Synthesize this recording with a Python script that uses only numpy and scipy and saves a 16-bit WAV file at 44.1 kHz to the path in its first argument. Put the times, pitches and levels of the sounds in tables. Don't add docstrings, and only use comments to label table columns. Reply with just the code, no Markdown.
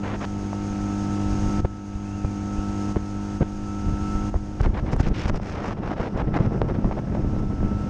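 import sys
import numpy as np
from scipy import signal
from scipy.fft import rfft, irfft, next_fast_len
from scipy.io import wavfile

SR = 44100
rng = np.random.default_rng(int(sys.argv[2]) if len(sys.argv) > 2 else 0)


def generate_wav(signal):
    frames = np.transpose(np.atleast_2d(signal))
    scaled = np.clip(frames, -1, 1) * 32767
    pcm = np.round(scaled).astype(np.int16)
    wavfile.write(sys.argv[1], SR, pcm)


N = 347949
TIME = np.arange(N) / SR

# (frequency [Hz], relative level [dB])
FLUTTER_SPECTRUM = [(50, 0), (110, 5), (200, 4), (350, -4.5), (600, -12.5), (1000, -21.5), (2000, -34),
                    (4000, -62)]
# (frequency [Hz], relative level [dB])
RUSH_SPECTRUM = [(100, -10.5), (300, 3.5), (600, 1.5), (1100, -2), (1800, -3.5), (2800, -5), (4500, -8.5),
                 (8000, -30)]


def from_db(db):
    return 10 ** (np.asarray(db) / 20)


def rms_one(x):
    return x / np.sqrt(np.mean(x ** 2) + 1e-20)


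def in_time(rows):
    time_s, *columns = np.transpose(rows)
    return [np.interp(TIME, time_s, column) for column in columns]


def drift(rate_hz):
    step = 40
    settle = 2000
    r = np.exp(-2 * np.pi * rate_hz * step / SR)
    coarse = rng.standard_normal(N // step + settle + 2)
    slow = signal.lfilter([1], [1, -2 * r, r * r], coarse)[settle:]
    return np.interp(np.arange(N) / step, np.arange(len(slow)), rms_one(slow))


def noise(spectrum):
    size = next_fast_len(N)
    hz, db = np.transpose(spectrum)
    bins_hz = np.maximum(np.arange(size // 2 + 1) * SR / size, 1)
    gain = from_db(np.interp(np.log(bins_hz), np.log(hz), db))
    gain *= np.minimum(bins_hz / hz[0], 1) ** 2
    gain *= np.minimum(hz[-1] / bins_hz, 1) ** 2
    return rms_one(irfft(rfft(rng.standard_normal(size)) * gain, size)[:N])


def butter(x, hz, kind):
    sos = signal.butter(2, min(hz, SR / 2 - 1), kind, fs=SR, output="sos")
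    return signal.sosfilt(sos, x)


def resonance(x, hz, width_hz):
    r = np.exp(-np.pi * width_hz / SR)
    zeros = np.array([1, 0, -1]) * (1 - r * r) / 2
    poles = [1, -2 * r * np.cos(2 * np.pi * hz / SR), r * r]
    return signal.lfilter(zeros, poles, x)


def lumpy(x, depth_db, rate_hz):
    return rms_one(x * from_db(depth_db * np.clip(drift(rate_hz), -2, 2)))


def airstream():
    # (time [s], level [dB])
    rumble_level = [(0, -36), (1.12, -36.5), (1.27, -30), (1.58, -25), (1.8, -45), (2.15, -36), (3.1, -37),
                    (3.7, -36), (3.88, -25), (4.05, -31), (4.5, -34), (4.68, -30), (5.3, -30), (5.6, -33),
                    (6.1, -38), (6.5, -25), (7.05, -31), (7.89, -25.5)]
    # (time [s], relative level [dB])
    flutter_share = [(0, 0), (.7, -6), (1.25, -22), (1.8, -4.5), (2.2, -18), (4.4, -9.5), (4.8, -2.5),
                     (5.3, -5.5), (5.9, 4.5), (6.3, 4), (6.6, -1), (7.15, 4.5), (7.89, -6)]
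    # (frequency [Hz], relative level [dB])
    rumble_spectrum = [(10, -14), (22, -0.5), (60, -0.5), (100, -3.5), (160, -13.5), (400, -38)]
    air_db, = in_time(rumble_level)
    share_db, = in_time(flutter_share)
    rumble = lumpy(noise(rumble_spectrum), depth_db=3.0, rate_hz=13)
    flutter = from_db(share_db) * lumpy(noise(FLUTTER_SPECTRUM), depth_db=4.0, rate_hz=57)
    return from_db(air_db) * (rumble + flutter)


def buffets(reach=3.4):
    # (centre [s], half-width [s], thump peak [dB], tumble level before its swell [dB])
    eddies = [(1.651, 0.0021, -9, -15.5), (1.96, .003, -20.5, -45), (2.25, 0.0021, -12.5, -27.5),
              (2.59, .0031, -17, -31), (2.969, 0.0025, -13.5, -16.5), (3.42, 0.0054, -24, -15.5),
              (3.889, 0.0042, -17, -26.5), (3.936, 0.003, -22, -34), (4.16, 0.0049, -17.5, -31),
              (4.359, 0.0034, -10.5, -22.5), (4.611, 0.0023, -11.5, -36), (4.635, 0.0046, -18, -36),
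              (4.666, 0.0057, -13.5, -20), (4.696, 0.004, -14, -28), (4.941, 0.0049, -19, -22),
              (4.971, 0.0047, -17.5, -33), (5.005, 0.0025, -11.5, -24), (5.076, 0.0097, -21, -23.5),
              (5.117, 0.005, -17.5, -25), (5.258, 0.0021, -12.5, -26), (5.3, 0.0024, -17, -20),
              (5.338, 0.0091, -21.5, -29), (6.005, 0.0035, -20, -20), (6.156, 0.0043, -25, -21.5),
              (6.279, 0.0036, -17, -20), (6.408, 0.0046, -22, -17.5), (6.851, .005, -15.5, -23),
              (7.194, 0.0012, -17, -27), (7.39, 0.0074, -26, -25.5), (7.65, 0.0065, -15, -24.5)]
    crackle_db = -22.5
    out = np.zeros(N)
    flutter = noise(FLUTTER_SPECTRUM)
    rush = butter(butter(noise(RUSH_SPECTRUM), 350, "high"), 1400, "low")
    for centre_s, half_width_s, thump_db, tumble_db in eddies:
        near = np.abs(TIME - centre_s) < reach * half_width_s
        u = (TIME[near] - centre_s) / half_width_s
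        swell = np.cos(np.pi / 2 * u / reach)
        thump = -u * np.exp((1 - u * u) / 2)
        crackle = from_db(crackle_db) * rms_one(rush[near])
        swirls = from_db(tumble_db) * (rms_one(flutter[near]) + crackle)
        out[near] += from_db(thump_db) * thump + swell * swirls
    return out


def gusts(rise_s=0.019, fall_s=0.0064):
    # (start [s], end [s], mid-gust rush level [dB], rush corner [Hz], mid-gust hiss level [dB])
    spells = [(0.03, 0.164, -34, 1630, -67), (0.206, 0.253, -31, 1440, -52), (4.6, 4.614, -31, 1350, -52),
              (4.629, 4.665, -31.5, 1410, -51), (4.742, 4.803, -32, 1390, -60),
              (4.856, 4.913, -37, 1450, -63), (4.918, 4.941, -27, 760, -44.5),
              (4.991, 5.018, -30.5, 1400, -44.5), (5.026, 5.089, -38, 2200, -50.5),
              (5.139, 5.264, -36.5, 3160, -47.5), (5.271, 5.3, -31.5, 1550, -44),
              (5.334, 5.379, -38.5, 1470, -52.5), (5.419, 5.561, -38.5, 1570, -51),
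              (5.561, 5.738, -33, 1410, -54), (5.769, 5.795, -36.5, 1150, -65),
              (5.824, 5.942, -31, 1110, -56.5), (5.966, 6.087, -32, 1220, -57.5),
              (6.168, 6.223, -29, 1030, -55.5), (6.337, 6.38, -26.5, 1180, -54),
              (6.394, 6.467, -35, 1100, -57), (6.518, 6.547, -33, 700, -64), (6.68, 6.715, -29.5, 810, -58),
              (6.74, 6.765, -35, 1200, -68), (6.917, 6.928, -25, 680, -66), (6.97, 6.993, -30, 680, -72),
              (7.142, 7.164, -33.5, 1100, -60)]
    # (frequency [Hz], relative level [dB])
    hiss_spectrum = [(2200, 3.5), (4000, -4), (5300, 4), (6600, -2.5), (8000, -13), (11000, -29.5),
                     (14000, -33)]
    swell_db = 1.5
    flutter_db = -6
    out = np.zeros(N)
    rush = noise(RUSH_SPECTRUM)
    hiss = lumpy(noise(hiss_spectrum), depth_db=3.0, rate_hz=54)
    flutter = from_db(flutter_db) * noise(FLUTTER_SPECTRUM)
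    for start_s, end_s, rush_db, corner_hz, hiss_db in spells:
        near = (TIME > start_s - rise_s) & (TIME < end_s + fall_s)
        since_start_s = TIME[near] - start_s
        until_end_s = end_s - TIME[near]
        envelope = np.clip(np.minimum(since_start_s / rise_s, until_end_s / fall_s) + 0.5, 0, 1)
        swell = from_db(swell_db * (since_start_s / (end_s - start_s) - 0.5))
        air = rms_one(butter(rush[near], corner_hz, "low")) + flutter[near]
        out[near] += envelope * swell * (from_db(rush_db) * air + from_db(hiss_db) * hiss[near])
    return out * lumpy(np.ones(N), depth_db=2.57, rate_hz=180)


def pops(damping=0.66):
    # (time [s], peak [dB], pitch [Hz], low-pass edge [Hz])
    snaps = [(.531, -18.5, 738, 900), (1.655, -18.5, 354, 1500), (2.248, -20.5, 480, 1200),
             (2.960, -18, 556, 1400), (3.409, -20, 490, 900), (3.429, -23, 700, 1800),
             (4.342, -17.5, 620, 680), (4.607, -18.5, 506, 1500), (4.615, -30, 4800, 8000),
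             (4.649, -21, 500, 1500), (4.932, -16.5, 690, 1600), (4.964, -21, 600, 1200),
             (4.965, -35, 7000, 9000), (5.000, -20, 600, 2500), (5.257, -20, 800, 3000),
             (5.297, -21, 700, 2500), (5.345, -21.5, 704, 1500), (5.399, -23.5, 600, 1000),
             (6.003, -20, 450, 1000), (6.389, -19, 610, 1700), (6.509, -24, 500, 900),
             (6.617, -7, 473, 1550), (6.700, -19, 594, 1300), (6.845, -18, 600, 1000),
             (6.912, -17, 550, 1000), (7.151, -19, 500, 900), (7.364, -22.5, 500, 700),
             (7.629, -21.5, 450, 700)]
    out = np.zeros(N)
    for time_s, peak_db, pitch_hz, edge_hz in snaps:
        ring = resonance(signal.unit_impulse(SR // 20), pitch_hz, damping * pitch_hz)
        snap = butter(ring, edge_hz, "low")
        at = round(time_s * SR)
        out[at:at + len(snap)] += from_db(peak_db) * snap / np.abs(snap).max()
    return out


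def squeaks(flicker_hz=80):
    # (start [s], length [s], first pitch [Hz], last pitch [Hz], level at full swell [dB])
    glides = [(2.004, 0.18, 2380, 2870, -58.5), (2.14, 0.21, 2730, 2210, -58),
              (2.356, 0.076, 2140, 2300, -61), (2.549, .075, 2410, 2920, -55)]
    out = np.zeros(N)
    wavering = drift(flicker_hz) + 1j * drift(flicker_hz)
    for start_s, length_s, first_hz, last_hz, db in glides:
        near = (TIME > start_s) & (TIME < start_s + length_s)
        u = (TIME[near] - start_s) / length_s
        phase = 2 * np.pi * np.cumsum(first_hz + (last_hz - first_hz) * u) / SR
        swell = np.sqrt(np.abs(np.sin(np.pi * u)))
        out[near] += from_db(db) * swell * (wavering[near] * np.exp(1j * phase)).real
    return out


def side_wash():
    hz, width_hz = 5300, 1200
    once = resonance(rng.standard_normal(N), hz, width_hz)
    return rms_one(resonance(once, hz, width_hz))


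def spray(spray_db, sizzle_db):
    # (frequency [Hz], relative level [dB])
    spray_spectrum = [(2500, -18.5), (3900, -8), (5000, 2), (6000, 2), (6600, -2), (7100, -6), (8000, -7.5),
                      (10000, -17.5), (11300, -24), (12200, -40)]
    sizzle_hz = 6480
    hiss = lumpy(noise(spray_spectrum), depth_db=1.0, rate_hz=13)
    narrow = resonance(rng.standard_normal(N), sizzle_hz, width_hz=300)
    sizzle = lumpy(resonance(narrow, sizzle_hz, width_hz=3200), depth_db=1.5, rate_hz=38)
    return from_db(spray_db) * hiss + from_db(sizzle_db) * sizzle


def tones(orders, turns, waver_db, waver_hz, phase_spread_rad):
    out = np.zeros(N)
    for order, db in orders:
        phase = 2 * np.pi * (order * turns + rng.random()) + phase_spread_rad * drift(waver_hz)
        level = from_db(db + waver_db * drift(waver_hz))
        out += np.sqrt(2) * level * np.sin(phase)
    return out


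def motor(motor_db, whine_db):
    # (time [s], speed [turns/s])
    crank_speed = [(0, 50.26), (0.5, 50.32), (1.0, 50.35), (1.5, 50.42), (1.9, 50.2), (2.3, 50.27),
                   (2.7, 50.48), (3.0, 50.44), (3.4, 50.53), (4.2, 50.73), (5.2, 50.69), (6.0, 50.7),
                   (6.5, 50.7), (6.9, 50.77), (7.4, 50.71), (7.89, 50.76)]
    # (multiple of crank speed, relative level [dB])
    drone_orders = [(1, -13.5), (2, -2.5), (3, -28.5), (4, 0.5), (5, -14.5), (6, -3.5), (7, -14), (8, -21),
                    (9, -25.5), (10, -20), (11, -26), (12, -24.5), (13, -34.5), (14, -20), (15, -17.5),
                    (16, -26), (17, -28.5), (18, -17.5), (19, -45), (20, -32), (21, -35.5), (22, -43),
                    (23, -41.5), (24, -36.5)]
    # (multiple of crank speed, relative level [dB])
    whine_orders = [(26, 5), (28, -13.5), (30, -27), (32, -18.5), (42, -16.5), (52, -17.5), (56, -19)]
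    # (frequency [Hz], relative level [dB])
    roar_spectrum = [(50, 8), (130, 1), (270, 0.5), (450, -8), (800, -14.5), (1100, -13.5), (1500, -13),
                     (2000, -20), (2700, -20.5), (3500, -25), (5000, -32.5), (9000, -71.5)]
    speed, = in_time(crank_speed)
    turns = np.cumsum(speed * (1 + 0.00046 * drift(20))) / SR
    drone = tones(drone_orders, turns, waver_db=0.5, waver_hz=6.2, phase_spread_rad=0.046)
    whine = tones(whine_orders, turns, waver_db=1.65, waver_hz=4.6, phase_spread_rad=0.078)
    throb = 1 + 0.059 * np.sin(2 * np.pi * turns) + 0.13 * np.sin(2 * np.pi * 4 * turns)
    roar = rms_one(noise(roar_spectrum) * throb)
    body = from_db(-2.0) * drone + from_db(-8.5) * roar
    return from_db(motor_db) * body + from_db(whine_db - 5.5) * whine


def boat():
    # (time [s], depth [dB])
    dips = [(0, 11.5), (1.608, 13), (2.927, 5.5), (3.378, 4.5), (4.3, 9), (4.6, 4), (5.0, 3.5), (5.3, 4.5),
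            (5.7, 4.5), (6.15, 4), (6.6, 3.5), (7.0, 3), (7.4, 2.5)]
    # (time [s], share [0-1])
    turning = [(4.45, 0.09), (4.9, .65), (5.6, 0.98), (6.3, 1), (7.0, 0.6), (7.89, 0.55)]
    # (time [s], relative level [dB])
    whine_level = [(0, -40), (1.5, -37.5), (3.4, -39), (4.1, -33.5), (4.55, -43.5), (6.5, -37.5),
                   (7.1, -42), (7.7, -36)]
    sink_s, recover_s = 0.01, 1.257
    motor_db, spray_db, sizzle_db = -22, -46.5, -48
    turn_motor_db, turn_spray_db, turn_sizzle_db = 3, 10, 20
    wash_db = -46
    sag_db = np.zeros(N)
    for time_s, depth_db in dips:
        sink = np.clip((TIME - time_s) / sink_s + 0.5, 0, 1)
        recovery = np.exp(-np.maximum(TIME - time_s, 0) / recover_s)
        sag_db += depth_db * sink * recovery
    turn, = in_time(turning)
    whine_db, = in_time(whine_level)
    water = spray(spray_db - turn_spray_db * turn, sizzle_db - turn_sizzle_db * turn)
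    water += turn * from_db(wash_db - turn_spray_db * turn) * side_wash()
    return from_db(-sag_db) * (motor(motor_db - turn_motor_db * turn, whine_db) + water)


def scene():
    wind = airstream() + buffets() + gusts() + pops()
    return (wind + squeaks() + boat())[None]


def record(dry):
    ceiling, stop_hz = 0.48, 15000
    rounded = dry / (1 + (dry / ceiling) ** 6) ** (1 / 6)
    low_pass = signal.cheby2(12, 70, stop_hz, fs=SR, output="sos")
    return signal.sosfilt(low_pass, rounded)


dry = scene()
out = record(dry)
generate_wav(out)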